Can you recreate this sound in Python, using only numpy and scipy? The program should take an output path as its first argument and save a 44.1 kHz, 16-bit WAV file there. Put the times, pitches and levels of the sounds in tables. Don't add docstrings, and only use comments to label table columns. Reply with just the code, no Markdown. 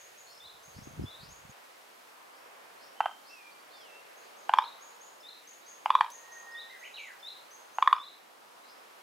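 import sys
import numpy as np
from scipy import signal
from scipy.fft import rfft, irfft, next_fast_len
from scipy.io import wavfile
from scipy.ndimage import uniform_filter1d

SR = 44100
rng = np.random.default_rng(int(sys.argv[2]) if len(sys.argv) > 2 else 0)


def how_loud(loudness_db):
    steps = np.asarray(loudness_db, float) / 20
    return 10 ** steps


def bounce(signal):
    frames = np.transpose(np.atleast_2d(signal))
    limited = np.clip(frames, -1, 1)
    pcm = np.round(limited * 32767).astype(np.int16)
    wavfile.write(sys.argv[1], SR, pcm)


N = 397782
T = np.arange(N) / SR
CHANGE_S = 1.516


def add(out, x, s, pan_db):
    i = int(round(s * SR))
    x = (x * how_loud(np.array([[pan_db], [-pan_db]]) / 2))[:, max(-i, 0):N - i]
    out[:, max(i, 0):max(i, 0) + x.shape[1]] += x


def butter(x, order, hz, kind="low"):
    return signal.sosfilt(signal.butter(order, hz, kind, fs=SR, output="sos"), x)


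def walk(rate):
    k = int(SR / rate)
    w = uniform_filter1d(np.repeat(rng.standard_normal(N // k + 1), k)[:N], k)
    return w / w.std()


def tail(t60_s, db, onset_s, clump_db, top_hz):
    t = T[:int(.7 * SR)]
    noise = rng.standard_normal((3, len(t)))
    ears = butter(noise[0] + 0.42 * noise[1:], 1, top_hz)
    decay_db = -60 * t / t60_s
    ears = ears * how_loud(clump_db * walk(300)[:len(t)] + decay_db) * (1 - np.exp(-t / onset_s))
    return ears * how_loud(db) / np.sqrt(np.mean(np.sum(ears ** 2, axis=1)))


def echo(x, response):
    return signal.fftconvolve(x, response, axes=1)[:, :N]


def tone(rows, flutter_db):
    attack_s, release_s, edge_db = .005, .005, -18
    s, hz, db = np.transpose(rows)
    t = np.arange(s[0], s[-1], 1 / SR)
    knots = np.arange(s[0], s[-1], .006)
    flutter = np.interp(t, knots, rng.standard_normal(len(knots)))
    fade_in = np.clip(1 - (t - s[0]) / attack_s, 0, 1)
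    fade_out = np.clip(1 - (s[-1] - t) / release_s, 0, 1)
    level_db = np.interp(t, s, db) + edge_db * (fade_in + fade_out) + flutter_db * flutter
    phase = 2 * np.pi * np.cumsum(np.interp(t, s, hz)) / SR
    return np.sqrt(2) * how_loud(level_db) * np.sin(phase)


# (frequency [Hz], spectral density [dB per Hz])
HUM_SPECTRUM = [(15, -68), (60, -35), (480, -4.5), (950, -2.5), (3500, -10), (5090, -12.5), (11700, -16.5),
                (15800, -20.5)]
# (frequency [Hz], left-right correlation [-1 to 1])
EAR_LIKENESS = [(60, 0.2), (130, 0.24), (290, -0.05), (640, -0.12), (1410, -0.14), (3100, 0.08),
                (6820, 0.48), (15000, 0.76)]
HUM_TRIM_DB, HISS_TRIM_DB, HUM_PAN_DB = -0.5, 1, -1
TRAFFIC_DB, TRAFFIC_AFTER_DB, TRAFFIC_FADE_DB_S = -60, -58, -0.0266
HISS_DB, HISS_AFTER_DB, HISS_FADE_DB_S = -68.5, -69.5, 0.0445
DUCK_S, DUCK_DB, RECOVER_S = 7.95, -2.5, 0.69


def town():
    size = next_fast_len(N)
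    hz = np.maximum(np.fft.rfftfreq(size, 1 / SR), 1)
    like_hz, like = np.transpose(EAR_LIKENESS)
    like = np.clip(np.interp(np.log(hz), np.log(like_hz), like), -.9, .95)
    mid, side = rfft(rng.standard_normal((2, size)))
    ears = mid * np.sqrt(1 + like) + side * np.sqrt(1 - like) * np.array([[1], [-1]])
    hum_hz, hum_db = np.transpose(HUM_SPECTRUM)
    ears = ears * how_loud(np.interp(np.log(hz), np.log(hum_hz), hum_db))

    since = T - CHANGE_S
    traffic_db = np.where(since < 0, TRAFFIC_DB, TRAFFIC_AFTER_DB + TRAFFIC_FADE_DB_S * since)
    hiss_db = np.where(since < 0, HISS_DB, HISS_AFTER_DB + HISS_FADE_DB_S * since) + 0.45 * walk(6)
    power = np.abs(ears[0] + ears[1]) ** 2 / (2 * size ** 2)
    low_db = -10 * np.log10(power[(hz > 400) & (hz < 1500)].sum())
    high_db = -10 * np.log10(power[(hz > 8000) & (hz < 15000)].sum())
    duck_db = DUCK_DB * np.exp(-np.abs(T - DUCK_S) / RECOVER_S) * (T > DUCK_S)

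    out = 0
    for centre in 2. ** np.arange(4, 15):
        hiss_share = np.clip((np.log2(centre) - 10) / 3, 0, 1)
        band = np.cos(np.pi / 2 * np.clip(np.log2(hz / centre), -1, 1)) ** 2
        db = (1 - hiss_share) * (traffic_db + low_db + HUM_TRIM_DB + 1.53 * walk(3.02))
        db = db + hiss_share * (hiss_db + high_db + HISS_TRIM_DB) + duck_db
        pan = (1 - hiss_share) * HUM_PAN_DB * np.array([[.5], [-.5]])
        out = out + irfft(ears * band, size)[:, :N] * how_loud(db + pan)
    return out


# (frequency [Hz], level [dB])
WHINE_TONES = [(11569, -85), (11628, -85)]


def whine():
    return sum(np.sqrt(2) * how_loud(db) * np.sin(2 * np.pi * f * T) for f, db in WHINE_TONES)


def song(syllables, ratio, bend, swell_db):
    tremor = .008
    out, u = np.zeros((2, SR // 4)), np.linspace(0, 1, num=16)
    for s, length, from_hz, to_hz, db in syllables:
        wobble = 1 + tremor * rng.standard_normal(len(u))
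        hz = ratio * wobble * (from_hz + (to_hz - from_hz) * u ** bend)
        rows = np.c_[length * u, hz, db + swell_db * (u - .5)]
        add(out, tone(rows, flutter_db=4.0), s, 0)
    return out[0]


# (time after start [s], length [s], start frequency [Hz], end frequency [Hz], level [dB])
ARCH_SYLLABLES = [
    (0, .054, 5850, 6950, 3),
    (.05, .018, 6880, 6200, -6),
    (.066, .029, 6150, 6900, 0),
]
SCOOP_SYLLABLES = [
    (0, .008, 3900, 3480, -14),
    (0, .069, 3450, 4150, -1),
    (.068, .041, 3450, 4200, -2),
    (.125, .043, 3650, 4200, -11),
]
TICK_SYLLABLES = [
    (.001, 0.018, 4860, 5340, 6.5),
    (.058, .018, 5000, 5550, -6),
]
CLIMB_SYLLABLES = [
    (0, .07, 3950, 5650, 3),
    (.062, .06, 5600, 5650, -11),
]
# (time [s], level [dB], pitch ratio [1])
ARCH_TIMES = [(-.035, -58, 0.99), (0.17, -61.5, 1.01), (.628, -62, .98), (.82, -62, 0.98),
              (1.287, -59.5, .99), (1.492, -60.5, 1.03), (4.165, -66.5, 1.01), (4.364, -66, .99),
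              (4.807, -61.5, 1.01), (5.006, -59, 1.02), (5.47, -59, 1.001), (5.66, -55.5, .98),
              (6.114, -54.5, .99), (6.315, -54.5, 0.98), (6.791, -65, 1.001), (6.99, -64.5, 1.02),
              (7.508, -60.5, .97), (7.732, -62.5, .98)]
SCOOP_TIMES = [(0.399, -53.5, 1.007), (1.053, -52.5, .99), (4.586, -52.5, 1.03), (5.23, -53, 1.024),
               (5.889, -56.5, 0.98), (6.546, -49.5, 1.01), (7.225, -49, 1.03), (7.982, -51.5, 1.004)]
CLIMB_TIMES = [(0.26, -61, 1.02), (.72, -65, 1.01), (1.185, -62, .99), (2.32, -70, 1.06),
               (2.77, -64, 1.001), (3.235, -62, 1.02), (3.705, -63.5, 1.01), (4.201, -72, 1.01),
               (5.611, -67.5, .92), (8.635, -64, .96)]
# (bend [under 1 starts fast, over 1 ends fast], swell over a syllable [dB], direct sound [dB])
ARCH_MANNER, SCOOP_MANNER = (.42, -4, -3.5), (2.4, 5, 1.5)
TICK_MANNER, CLIMB_MANNER = (.8, -4, 1.5), (1.05, 1, -8)
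TICK_LEAD_S, TICK_DB = .03, -16.5
SONG_PAN_DB = 1


def songbirds(trees):
    before, after = np.zeros((2, 2, N))
    tick_times = np.add(SCOOP_TIMES, (-TICK_LEAD_S, TICK_DB, 0))
    songs = ((ARCH_SYLLABLES, ARCH_MANNER, ARCH_TIMES), (SCOOP_SYLLABLES, SCOOP_MANNER, SCOOP_TIMES),
             (TICK_SYLLABLES, TICK_MANNER, tick_times), (CLIMB_SYLLABLES, CLIMB_MANNER, CLIMB_TIMES))
    for syllables, (bend, swell_db, direct_db), times in songs:
        for s, db, ratio in times:
            note = how_loud(db) * song(syllables, ratio, bend, swell_db)
            heard = signal.fftconvolve(note[None], trees, axes=1)
            add(heard, how_loud(direct_db) * note, 0, 0)
            add(before if s < CHANGE_S else after, heard, s, SONG_PAN_DB)
    return before * (T < CHANGE_S) + after


# (time [s], peak level [dB], frequency [Hz])
WIND_PUFFS = [(0.459, -66, 334), (0.549, -67, 318), (0.684, -58, 131.6), (0.767, -47, 132),
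              (0.789, -41.5, 184), (0.822, -49, 132), (0.874, -39, 263), (0.91, -49, 218),
              (0.939, -59, 165), (0.978, -41, 132), (0.989, -47, 132), (0.997, -29.5, 288),
              (1.014, -37, 190), (1.023, -37, 273), (1.04, -31, 248), (1.046, -37, 132), (1.084, -53, 315),
              (1.149, -67, 132), (1.204, -57, 132), (1.234, -50, 135), (1.259, -53, 334), (1.289, -60, 191),
              (1.323, -54, 150), (1.389, -60, 350), (1.453, -53, 176), (1.496, -50, 168)]


def wind_slaps():
    length_cycles, shift_rad = .52, 1.1
    out = np.zeros((2, N))
    for (s, db, hz), (turn, skew) in zip(WIND_PUFFS, rng.uniform(-0.55, 1, (len(WIND_PUFFS), 2))):
        cycles = np.arange(-3 * SR / hz, 3 * SR / hz) * hz / SR
        apart = (1.08 + 0.28 * skew) * hz / 200 * np.array([[-.5], [.5]])
        phase = 2 * np.pi * cycles + np.pi * turn + shift_rad * apart
        envelope = np.exp(-((cycles + 0.096 * apart) / length_cycles) ** 2)
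        add(out, how_loud(db + 4.0) * envelope * np.cos(phase), s - 3 / hz, 0)
    return out


def wind_rumble():
    rumble_db, slope, swell_s, calm_db = -26.5, 0.66, 0.015, -86
    noise = rng.standard_normal((3, N))
    rumble = butter(noise[0] + .5 * noise[1:], 2, (45, 150), "band")
    swell = how_loud(calm_db)
    for s, db, hz in WIND_PUFFS:
        swell = swell + how_loud(slope * db + rumble_db) * np.exp(-np.abs(T - s) / swell_s)
    return rumble / rumble.std() * swell * how_loud(2.6 * walk(40)) * (T < CHANGE_S)


# (time [s], peak level [dB], sac resonance [Hz], mouth resonance [Hz], overtone boost [dB])
CROAK_CALLS = [(3.005, -13, 874, 2810, 0), (3.058, -15, 796, 3160, 1), (4.494, -14, 876, 3030, 4.5),
               (4.537, -10.5, 1024, 3420, 3.5), (4.586, -9.5, 1020, 3460, 5), (5.859, -14.5, 923, 3090, 3),
               (5.904, -11, 1073, 3520, 3), (5.952, -9.5, 1102, 3590, 1), (6.009, -11, 1020, 3410, 7),
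               (7.785, -16, 904, 2870, 3), (7.825, -11, 1134, 3510, 4), (7.875, -9.5, 1170, 3600, 1),
               (7.928, -9, 1170, 3600, 1.5)]
LARYNX_SLIPS = [
    (3.0096, -19.5, 1330, 2880, 12),
    (3.062, -20, 1300, 2600, 8),
    (4.4993, -24, 970, 3300, 3),
    (2.83, -40, 900, 2700, -3),
]
# (multiple of mouth resonance [1], level [dB], decay [ms])
MOUTH_OVERTONES = [(.51, -14, 3.1), (0.7, -21, 3.1), (.86, -23, 2.1), (1.35, -38, 7.2), (1.6, -38.5, 3),
                   (2.8, -39, 1.3)]
SAC_DECAY_MS, MOUTH_DECAY_MS, THROAT_DECAY_MS = 9.2, 2.76, 4.0
MOUTH_DB, FRESH_DB, FRESH_S = -15, 2, 0.21
THROAT_HZ, THROAT_DB = 1345, -17
SLACK = 0.45
RASP_DB, RASP_DECAY_MS, RASP_HZ = -26.5, 2.74, 1800
SAG = 0.0094
RISE_MS, LEAD_MS = .22, 1.75
FULL_DB, OPEN_MS, OPEN_MS_PER_DB, SHUT_MS = -8.5, 5.84, 0.34, 0.79
FROG_PAN_DB = -0.8


def frog_croaks():
    out, ms = np.zeros((2, N)), 1000 * T[:600]
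    calls = list(CROAK_CALLS) + LARYNX_SLIPS
    chance = rng.standard_normal((len(calls), 2, len(MOUTH_OVERTONES)))
    air = butter(rng.standard_normal((len(calls), len(ms))), 1, RASP_HZ)
    clock = 2 * np.pi * ms * (1 - SAG * (ms - 2.5)) / 1000
    for (s, db, sac_hz, mouth_hz, boost_db), (detune, spread), hiss in zip(calls, chance, air):
        burst_s = min(c[0] for c in calls if c[0] > s - .3)
        mouth_db = MOUTH_DB + FRESH_DB * np.exp(-((s - burst_s) / FRESH_S) ** 2)
        throat_db = THROAT_DB - SLACK * (db - FULL_DB)
        modes = [(sac_hz, 0, SAC_DECAY_MS), (mouth_hz, mouth_db, MOUTH_DECAY_MS),
                 (THROAT_HZ, throat_db, THROAT_DECAY_MS)]
        for (ratio, d, decay_ms), a, b in zip(MOUTH_OVERTONES, detune, spread):
            modes.append((mouth_hz * ratio * (1 + 0.018 * a), d + boost_db + 2.9 * b, decay_ms))
        ring = sum(how_loud(d) * np.exp(-ms / decay_ms) * np.sin(f * clock) for f, d, decay_ms in modes)
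        rasp = how_loud(RASP_DB) * np.exp(-ms / RASP_DECAY_MS) * hiss / hiss.std()
        open_ms = OPEN_MS + OPEN_MS_PER_DB * (db - FULL_DB)
        opening = 1 / (1 + np.exp((LEAD_MS - ms) / RISE_MS))
        closing = 1 / (1 + np.exp((ms - open_ms) / SHUT_MS))
        add(out, (ring + rasp) * opening * closing * how_loud(db + 6.0), s - LEAD_MS / 1000, FROG_PAN_DB)
    return signal.sosfilt(signal.cheby2(4, 28, 460, "high", fs=SR, output="sos"), out)


# (delay [ms], level [dB], left minus right [dB])
GARDEN_ECHOES = [(4.773, -16, -2.5), (7.32, -24, -1), (10.74, -21, 3), (19.8, -26, 1.5), (33.8, -21, -4),
                 (53, -22.5, 4)]


def garden(croaks):
    response = tail(t60_s=.32, db=-16, onset_s=0.0067, clump_db=-1.0, top_hz=2520)
    ms = 1000 * T[:400]
    roughness = rng.standard_normal((len(GARDEN_ECHOES), len(ms)))
    for (delay_ms, db, pan_db), facets in zip(GARDEN_ECHOES, roughness):
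        smear = uniform_filter1d(facets, size=4) * np.exp(-ms / (.11 * delay_ms))
        smear[:4] += 0.63 * np.abs(smear).max()
        add(response, how_loud(db) * smear / np.linalg.norm(smear), delay_ms / 1000, pan_db)
    return echo(croaks, butter(response, 1, 1800, "high"))


def through_trees(out, phrase, trees, wet_db):
    note = tone(phrase, flutter_db=2.8)
    heard = how_loud(wet_db) * signal.fftconvolve(note[None], trees, axes=1)
    add(heard, note, 0, -3.5)
    add(out, heard, phrase[0][0], 0)


# (time [s], frequency [Hz], level [dB])
WHISTLE_PHRASES = [
    [(2.96, 3000, -68), (3.02, 3100, -51.5), (3.074, 3126, -52.5), (3.13, 3180, -67), (3.24, 3150, -73)],
    [(3.29, 2620, -64), (3.33, 2704, -54.5), (3.41, 2417, -60), (3.46, 2390, -61), (3.52, 2370, -63.5),
     (3.62, 2380, -76)],
    [(3.73, 3680, -62), (3.8, 3450, -61), (3.888, 2665, -62), (3.97, 2700, -60.5), (4.04, 2770, -71)],
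    [(6.14, 1844, -65), (6.22, 1865, -67), (6.36, 1870, -53), (6.456, 1860, -57.5), (6.562, 1870, -47),
     (6.69, 1850, -60)],
]
# (time [s], frequency [Hz], level [dB])
FLOURISH_PHRASES = [
    [(6.697, 1960, -42), (6.71, 2100, -56), (6.73, 1940, -54), (6.778, 1474, -62)],
    [(6.805, 1890, -62), (6.832, 1963, -48), (6.846, 2720, -49), (6.856, 3080, -52), (6.866, 2800, -65)],
    [(6.936, 3980, -56), (6.944, 3820, -44), (6.955, 4356, -57), (6.972, 2997, -46.5), (6.99, 2350, -50),
     (7.04, 2150, -58), (7.08, 1943, -53.5), (7.118, 1414, -59)],
]


def whistler(trees):
    out = np.zeros((2, N))
    for phrases, wet_db in ((WHISTLE_PHRASES, -5), (FLOURISH_PHRASES, 5.0)):
        for phrase in phrases:
            through_trees(out, phrase, trees, wet_db)
    return out


# (time [s], level [dB], frequency [Hz])
FAR_PEEPS = [
    (3.51, -67, 4510),
    (3.585, -69, 4540),
    (3.8, -63, 5070),
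    (3.9, -72, 5150),
]


def far_bird(trees):
    out, length_s = np.zeros((2, N)), 0.032
    for s, db, hz in FAR_PEEPS:
        through_trees(out, [(s, hz, db), (s + length_s, hz, db)], trees, -5)
    return out


def drip():
    time_s, level_db, decay_s = 6.102, -50.5, .016
    out = np.zeros((2, N))
    t = T[:int(3 * decay_s * SR)]
    spatter = rng.standard_normal(len(t)) * how_loud(3.0 * walk(300)[:len(t)]) * np.exp(-t / decay_s)
    add(out, how_loud(level_db) * butter(spatter, 1, (2500, 11000), "band"), time_s, 0)
    return out


def scene():
    trees = tail(t60_s=.42, db=-3.5, onset_s=.006, clump_db=1.5, top_hz=12000)
    background = town() + whine()
    birds = songbirds(trees) + whistler(trees) + far_bird(trees)
    wind = wind_slaps() + wind_rumble()
    croaks = frog_croaks()
    return background + birds + wind + croaks + garden(croaks) + drip()


def roll_off(x):
    return signal.sosfilt(signal.butter(12, 15800, fs=SR, output="sos"), x)


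def record(dry):
    bent = dry + .008 * dry ** 2
    x = butter(bent, 2, 38, "high")
    x = signal.sosfilt(signal.ellip(8, .3, 60, 15750, fs=SR, output="sos"), x)
    return roll_off(x)


dry = scene()
out = record(dry)
bounce(out)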